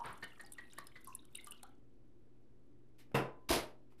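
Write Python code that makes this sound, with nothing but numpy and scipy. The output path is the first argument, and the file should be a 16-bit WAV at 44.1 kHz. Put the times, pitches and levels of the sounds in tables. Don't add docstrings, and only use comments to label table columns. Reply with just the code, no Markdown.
import sys
import numpy as np
from scipy import signal
from scipy.fft import rfft, irfft
from scipy.io import wavfile
from scipy.ndimage import uniform_filter1d

SR = 44100
rng = np.random.default_rng(int(sys.argv[2]) if len(sys.argv) > 2 else 0)


def generate_wav(signal):
    frames = np.transpose(np.atleast_2d(signal))
    scaled = np.clip(frames, -1, 1) * 32767
    pcm = np.round(scaled).astype(np.int16)
    wavfile.write(sys.argv[1], SR, pcm)


N = 176400
T = np.arange(int(0.9 * SR)) / SR

# time in seconds, level in dB.
FIZZ_LEVEL = [(0, -70.5), (.45, -75.5), (.75, -73), (1.1, -79.5), (1.299, -81.5), (1.45, -67.5), (1.7, -85),
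              (1.801, -100)]
# frequency in Hz, relative level in dB.
BASE_TONE = [(40, -16.5), (130, -15), (190, -5.5), (400, -4.5), (800, -7.5), (2800, -18), (3900, -28.5),
             (5200, -28), (6200, -35)]
BUBBLE_RISE_PER_S = 1.27


def amp(db):
    return 10 ** (np.asarray(db) / 20)


def unit(x):
    return x / np.sqrt(np.mean(x ** 2) + 1e-20)


def read(points, hz):
    f, value = np.transpose(points)
    return np.interp(np.log(hz + 1), np.log(f + 1), value)


def add(mix, s, sound):
    part = mix[max(0, round(s * SR)):][:len(sound)]
    part += sound[:len(part)]


def colour(x, spectrum):
    gain = amp(read(spectrum, np.fft.rfftfreq(len(x), 1 / SR)))
    return irfft(rfft(x) * gain, len(x))


def swell(seconds):
    return T / seconds * np.exp(1 - np.minimum(T / seconds, 60))


def burst(spectrum, seconds, db):
    noise = unit(colour(rng.standard_normal(len(T)), spectrum))
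    return amp(db) * swell(seconds) * noise


def wander(hz):
    lowpass = signal.butter(2, hz, fs=SR, output="sos")
    return unit(signal.sosfilt(lowpass, rng.standard_normal(len(T))))


def dying(x):
    # frequency in Hz, time to fall by 60 dB in seconds.
    room_t60 = [(100, 0.32), (500, 0.4), (2000, 0.29), (5000, 0.24), (9000, 0.22), (14000, 0.14)]
    hz, t, z = signal.stft(x, SR, nperseg=256)
    decay = amp(-60 * t / read(room_t60, hz)[:, None])
    return signal.istft(z * decay, SR, nperseg=256)[1][:len(x)]


def room(x, wet_db, treble_db, gap_s):
    signs = rng.choice([-1., 1.], len(T))
    present = rng.random(len(T)) < 0.15
    onset = np.clip(T / gap_s - 1, 0, 1)
    tail = dying(signs * present * onset)
    tail = colour(tail / np.linalg.norm(tail), [(3500, wet_db), (9000, wet_db + treble_db)])
    return x + signal.fftconvolve(x, tail)[:N]


def afterglow(spectrum, rise_s, db):
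    noise = unit(colour(rng.standard_normal(len(T)), spectrum))
    return amp(db) * (1 - np.exp(-(T / rise_s) ** 2)) * dying(noise)


def ring(modes, attack_s):
    out = np.zeros(len(T))
    for hz, db, t60 in modes:
        waver = 1 + 0.22 * wander(26)
        out += amp(db - 60 * T / t60) * waver * np.sin(2 * np.pi * (hz * T + rng.random()))
    return (1 - np.exp(-T / attack_s)) * out


def bubble(hz, seconds, rise):
    jostle_hz = 225
    pitch = hz * (1 + rise * T + 0.031 * wander(jostle_hz))
    flutter = 1 + 0.28 * wander(jostle_hz)
    return swell(seconds) * flutter * np.sin(2 * np.pi * np.cumsum(pitch) / SR)


def chirp(hz, seconds):
    return bubble(hz, seconds, rise=6)


def room_tone():
    # frequency in Hz, relative level in dB.
    air = [(18, -32.5), (30, 2), (91, -9.5), (123, -1.5), (152, -12.5), (288, -2.5), (786, -25.5),
           (14000, -52)]
    # frequency in Hz, level in dB.
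    hum = [(122, -74.5), (241, -79), (357, -77.5)]
    t = np.arange(N) / SR
    out = amp(-67.5) * unit(colour(rng.standard_normal(N), air))
    for hz, db in hum:
        waver = unit(colour(rng.standard_normal(N), [(3, 0), (20, -40), (100, -100)]))
        out += amp(db) * np.sqrt(2) * np.sin(2 * np.pi * hz * t + 0.44 * waver)
    return out


def ringing_bubbles():
    # start in seconds, starting pitch in Hz, level in dB, swell in seconds.
    bubbles = [(0, 940, -40.5, 0.0048), (.016, 937, -40, 0.0047), (0.237, 2983, -49.5, 0.0044),
               (.436, 809, -57, 0.0059), (.613, 1880, -57, 0.0045), (.784, 1118, -43.5, 0.0028),
               (.869, 5060, -53, 0.0018), (1.071, 1080, -50, 0.0055), (1.083, 1016, -49, 0.0071),
               (1.350, 2820, -45, 0.0021), (1.352, 3680, -44, 0.0016), (1.382, 2085, -51.5, 0.0052),
               (1.47, 1176, -52, 0.0052), (1.518, 2876, -47.5, 0.0022), (1.637, 794, -55, 0.0033)]
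    out = np.zeros(N)
    for s, hz, db, seconds in bubbles:
        add(out, s, amp(db) * bubble(hz, seconds, BUBBLE_RISE_PER_S))
    add(out, 1.638, amp(-60.5) * bubble(1150, 0.0087, rise=9))
    return out


def fizz():
    # frequency in Hz, relative level in dB.
    spray_tone = [(100, -9.5), (700, 10.5), (1500, 2.5), (4500, -3), (6500, -13.5), (9500, 3), (15000, -10)]
    bubbles_per_s, bands, grain_length = 500, 40, SR // 50
    level = amp(np.interp(np.arange(N) / SR, *np.transpose(FIZZ_LEVEL)))
    out = np.zeros(N)
    for hz in np.geomspace(2600, 13500, num=bands):
        strength = amp(10 * np.minimum(rng.exponential(1, N), 3))
        births = (rng.random(N) < bubbles_per_s / bands / SR) * strength
        pitch = hz * (1 + 0.5 * rng.standard_normal(grain_length))
        grain = swell(0.0022)[:grain_length] * np.sin(2 * np.pi * np.cumsum(pitch) / SR)
        out += signal.oaconvolve(births, grain)[:N]
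    z = signal.stft(rng.standard_normal(N), nperseg=256)[2]
    patches = uniform_filter1d(rng.standard_normal(z.shape), size=9, axis=0)
    patches = unit(uniform_filter1d(patches, size=4, axis=1))
    spray = signal.istft(z * amp(3 * patches), nperseg=256)[1][:N]
    return level * (unit(out) + amp(-3.5) * unit(colour(spray, spray_tone)))


def gurgle():
    per_s, middle_hz, octaves = 75, 2187, 0.9
    out, length = np.zeros(N), FIZZ_LEVEL[-1][0]
    for when, size, strength in rng.random((300, 3))[:int(per_s * length)]:
        s = when * length
        db = np.interp(s, *np.transpose(FIZZ_LEVEL)) + 9 + 4.5 * (2 * strength - 1)
        hz = middle_hz * 2 ** (octaves * (2 * size - 1))
        add(out, s, amp(db) * chirp(hz, 0.0014))
    return out


def gush():
    # frequency in Hz, relative level in dB.
    gush_tone = [(300, -9), (600, -11.5), (1100, -2.5), (4500, -27), (6500, -41)]
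    out = np.zeros(N)
    add(out, 0.036, burst(gush_tone, 0.028, -46.5))
    return out


def pops():
    # start in seconds, pitch in Hz, level in dB.
    pop_rows = [(.058, 9300, -45), (0.129, 9900, -47), (0.4116, 9150, -45), (0.5219, 10660, -38.5),
                (.525, 8400, -43), (.535, 9250, -42), (0.7843, 9400, -50.5), (0.8696, 10500, -44),
                (1.0456, 12700, -44), (1.074, 10700, -40.5), (1.151, 10200, -29.5), (1.3548, 9180, -34.5),
                (1.3739, 9500, -41), (1.4444, 10100, -41), (.734, 7400, -46.5), (1.5095, 10400, -36),
                (1.63, 9200, -45)]
    # frequency in Hz, relative level in dB.
    puff_tone = [(3000, -22.5), (6500, -16), (8800, 7.5), (11000, 0.5), (15000, -8)]
    out = np.zeros(N)
    for s, hz, db in pop_rows:
        tone = amp(db) * swell(0.00028) * np.sin(2 * np.pi * hz * T)
        add(out, s, tone + burst(puff_tone, 0.002, db - 15.5))
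    return out


def cluster(hz):
    out = np.zeros(len(T))
    for delay, size in rng.random((8, 2)):
        pitch = hz * 2 ** (1.004 * (2 * size - 1))
        add(out, 0.05 * delay ** 2, (1 - delay / 2) * bubble(pitch, 0.0017, BUBBLE_RISE_PER_S))
    return amp(-16) * out


def glugs():
    # start in seconds, starting pitch in Hz, level in dB, splash level in dB.
    glug_rows = [(0.225, 1795, -41, -48), (.395, 1827, -49, -57), (.582, 1877, -45.5, -58),
                 (.778, 1792, -50, -54.5), (0.955, 1976, -49.5, -58.5)]
    # frequency in Hz, relative level in dB.
    splash_tone = [(100, 0.5), (1100, -0.5), (1900, 8), (2600, -8.5), (4500, -2), (5400, -18.5),
                   (15000, -26)]
    out = np.zeros(N)
    for s, hz, db, splash_db in glug_rows:
        bubbles = bubble(hz, 0.0059, rise=0.27) + cluster(hz)
        add(out, s, amp(db) * bubbles + burst(splash_tone, 0.0074, splash_db))
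    return out


def droplets():
    # start in seconds, level in dB.
    drops = [(.241, -52.5), (.462, -56.5), (0.52, -56.5), (0.7845, -43), (0.8692, -52), (1.0717, -60),
             (1.252, -61.5), (1.349, -53.5), (1.41, -60), (1.470, -48), (1.52, -50.5), (1.6315, -47.5)]
    # frequency in Hz, relative level in dB.
    drop_tone = [(700, 2), (1400, 5), (2200, -11), (3700, 6.5), (6000, -4), (9200, 10), (15000, -4.5)]
    out = np.zeros(N)
    for s, db in drops:
        add(out, s, burst(drop_tone, 0.0013, db))
    return out


def chirps():
    # start in seconds, starting pitch in Hz, level in dB.
    chirp_rows = [(0.321, 2750, -57.5), (.448, 4900, -59), (0.469, 4500, -58.5), (0.71, 3600, -58.5),
                  (1.126, 2680, -56.5), (1.191, 3600, -54), (1.399, 3550, -52.5)]
    out = np.zeros(N)
    for s, hz, db in chirp_rows:
        add(out, s, amp(db) * chirp(hz, 0.0017))
    return out


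def spatter():
    # frequency in Hz, relative level in dB.
    spatter_tone = [(3500, -18), (6000, -1), (9000, -13.5)]
    out = np.zeros(N)
    add(out, 1.072, burst(spatter_tone, 0.022, -70.5))
    return out


def pour():
    out = ringing_bubbles() + fizz() + gurgle() + gush() + pops()
    out += glugs() + droplets() + chirps() + spatter()
    return room(out, wet_db=-9.0, treble_db=-21, gap_s=0.0066)


def handling():
    # start in seconds, swell in seconds, level in dB.
    rustles = [(2.982, 0.015, -65.5), (3.907, 0.012, -79.5), (3.978, 0.017, -73.5)]
    # frequency in Hz, relative level in dB.
    rustle_tone = [(1000, -5.5), (2300, 2), (7000, -8.5)]
    # start in seconds, level in dB.
    touches = [(3.116, -61.5), (3.904, -68.5), (3.921, -65)]
    out = np.zeros(N)
    for s, seconds, db in rustles:
        add(out, s, burst(rustle_tone, seconds, db))
    for s, db in touches:
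        add(out, s, burst(BASE_TONE, 0.0016, db))
    return room(out, wet_db=-5.5, treble_db=-11, gap_s=0.0027)


def bottle_down():
    # start in seconds, level in dB.
    blows = [(3.1438, -34.5), (3.148, -29), (3.169, -46.5)]
    # frequency in Hz, level in dB, 60 dB decay in seconds.
    table_modes = [(134.7, -31.5, 0.35), (259, -31.5, 0.069), (464, -35.5, 0.36)]
    bottle_modes = [(1012, -42, 0.59), (1556, -50.5, 0.41), (2000, -44, .27), (2670, -46.5, .28),
                    (2716, -43.5, 0.3), (3665, -48.5, 0.26), (5220, -55, 0.22)]
    glass_modes = [(11030, -54, .19), (12200, -52, .13)]
    out = np.zeros(N)
    for s, db in blows:
        add(out, s, burst(BASE_TONE, 0.0057, db))
    contact_s = blows[0][0]
    add(out, contact_s, ring(table_modes, attack_s=0.0015) + ring(bottle_modes, attack_s=0.0015))
    add(out, contact_s, afterglow(BASE_TONE, 0.025, -26.5))
    add(out, 3.170, ring(glass_modes, attack_s=0.00027))
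    return out


def second_knock():
    # frequency in Hz, relative level in dB.
    scuff_tone = [(500, -13), (900, -9.5), (5000, -11.5), (6600, -18.5), (8300, -20.5), (10500, -14.5),
                  (14000, -22.5)]
    thud_tone = [(18, -38), (30, -10.5), (207, -10), (338, -4), (1000, -13.5), (1560, -33), (2640, -120)]
    # start in seconds, level in dB.
    rattles = [(3.4915, -39), (3.5033, -33.5), (3.535, -42)]
    # frequency in Hz, level in dB, 60 dB decay in seconds.
    thud_modes = [(277.1, -29, 0.2), (344.5, -34.5, 0.3), (410.8, -33, 0.21), (612, -39.5, .45),
                  (680, -32.5, 0.33), (920, -38, .34), (1561, -42.5, 0.23)]
    scuff_s, thud_s = 3.4875, 3.502
    out = np.zeros(N)
    grain = 1 + 0.28 * wander(160)
    add(out, scuff_s, burst(scuff_tone, 0.027, -34) * grain)
    for s, db in rattles:
        add(out, s, burst(scuff_tone, 0.0017, db))
    add(out, thud_s, burst(thud_tone, 0.012, -31.5) + ring(thud_modes, attack_s=0.0011))
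    add(out, thud_s, afterglow(scuff_tone, 0.053, -23.5) + afterglow(thud_tone, 0.043, -29))
    push = amp(-33.5) * swell(0.006) * np.sin(2 * np.pi * 66.5 * T)
    add(out, thud_s, push)
    return out


def scene():
    # frequency in Hz, side level in dB.
    width = [(3300, -72), (3800, -25), (8000, -9)]
    mid = pour() + bottle_down() + second_knock() + handling() + room_tone()
    scatter = rng.standard_normal(89)
    scatter = scatter - scatter[::-1]
    side = colour(np.convolve(mid, scatter / np.linalg.norm(scatter), "same"), width)
    return np.array([mid + side, mid - side])


def record(dry):
    ceiling, edge_hz, offset = 0.13, 14400, -0.0018
    pressed = ceiling * np.tanh(dry / ceiling)
    lowpass = signal.firwin(511, edge_hz, window=("kaiser", 8), fs=SR)
    return offset + signal.oaconvolve(pressed, lowpass[None], "same")


dry = scene()
out = record(dry)
generate_wav(out)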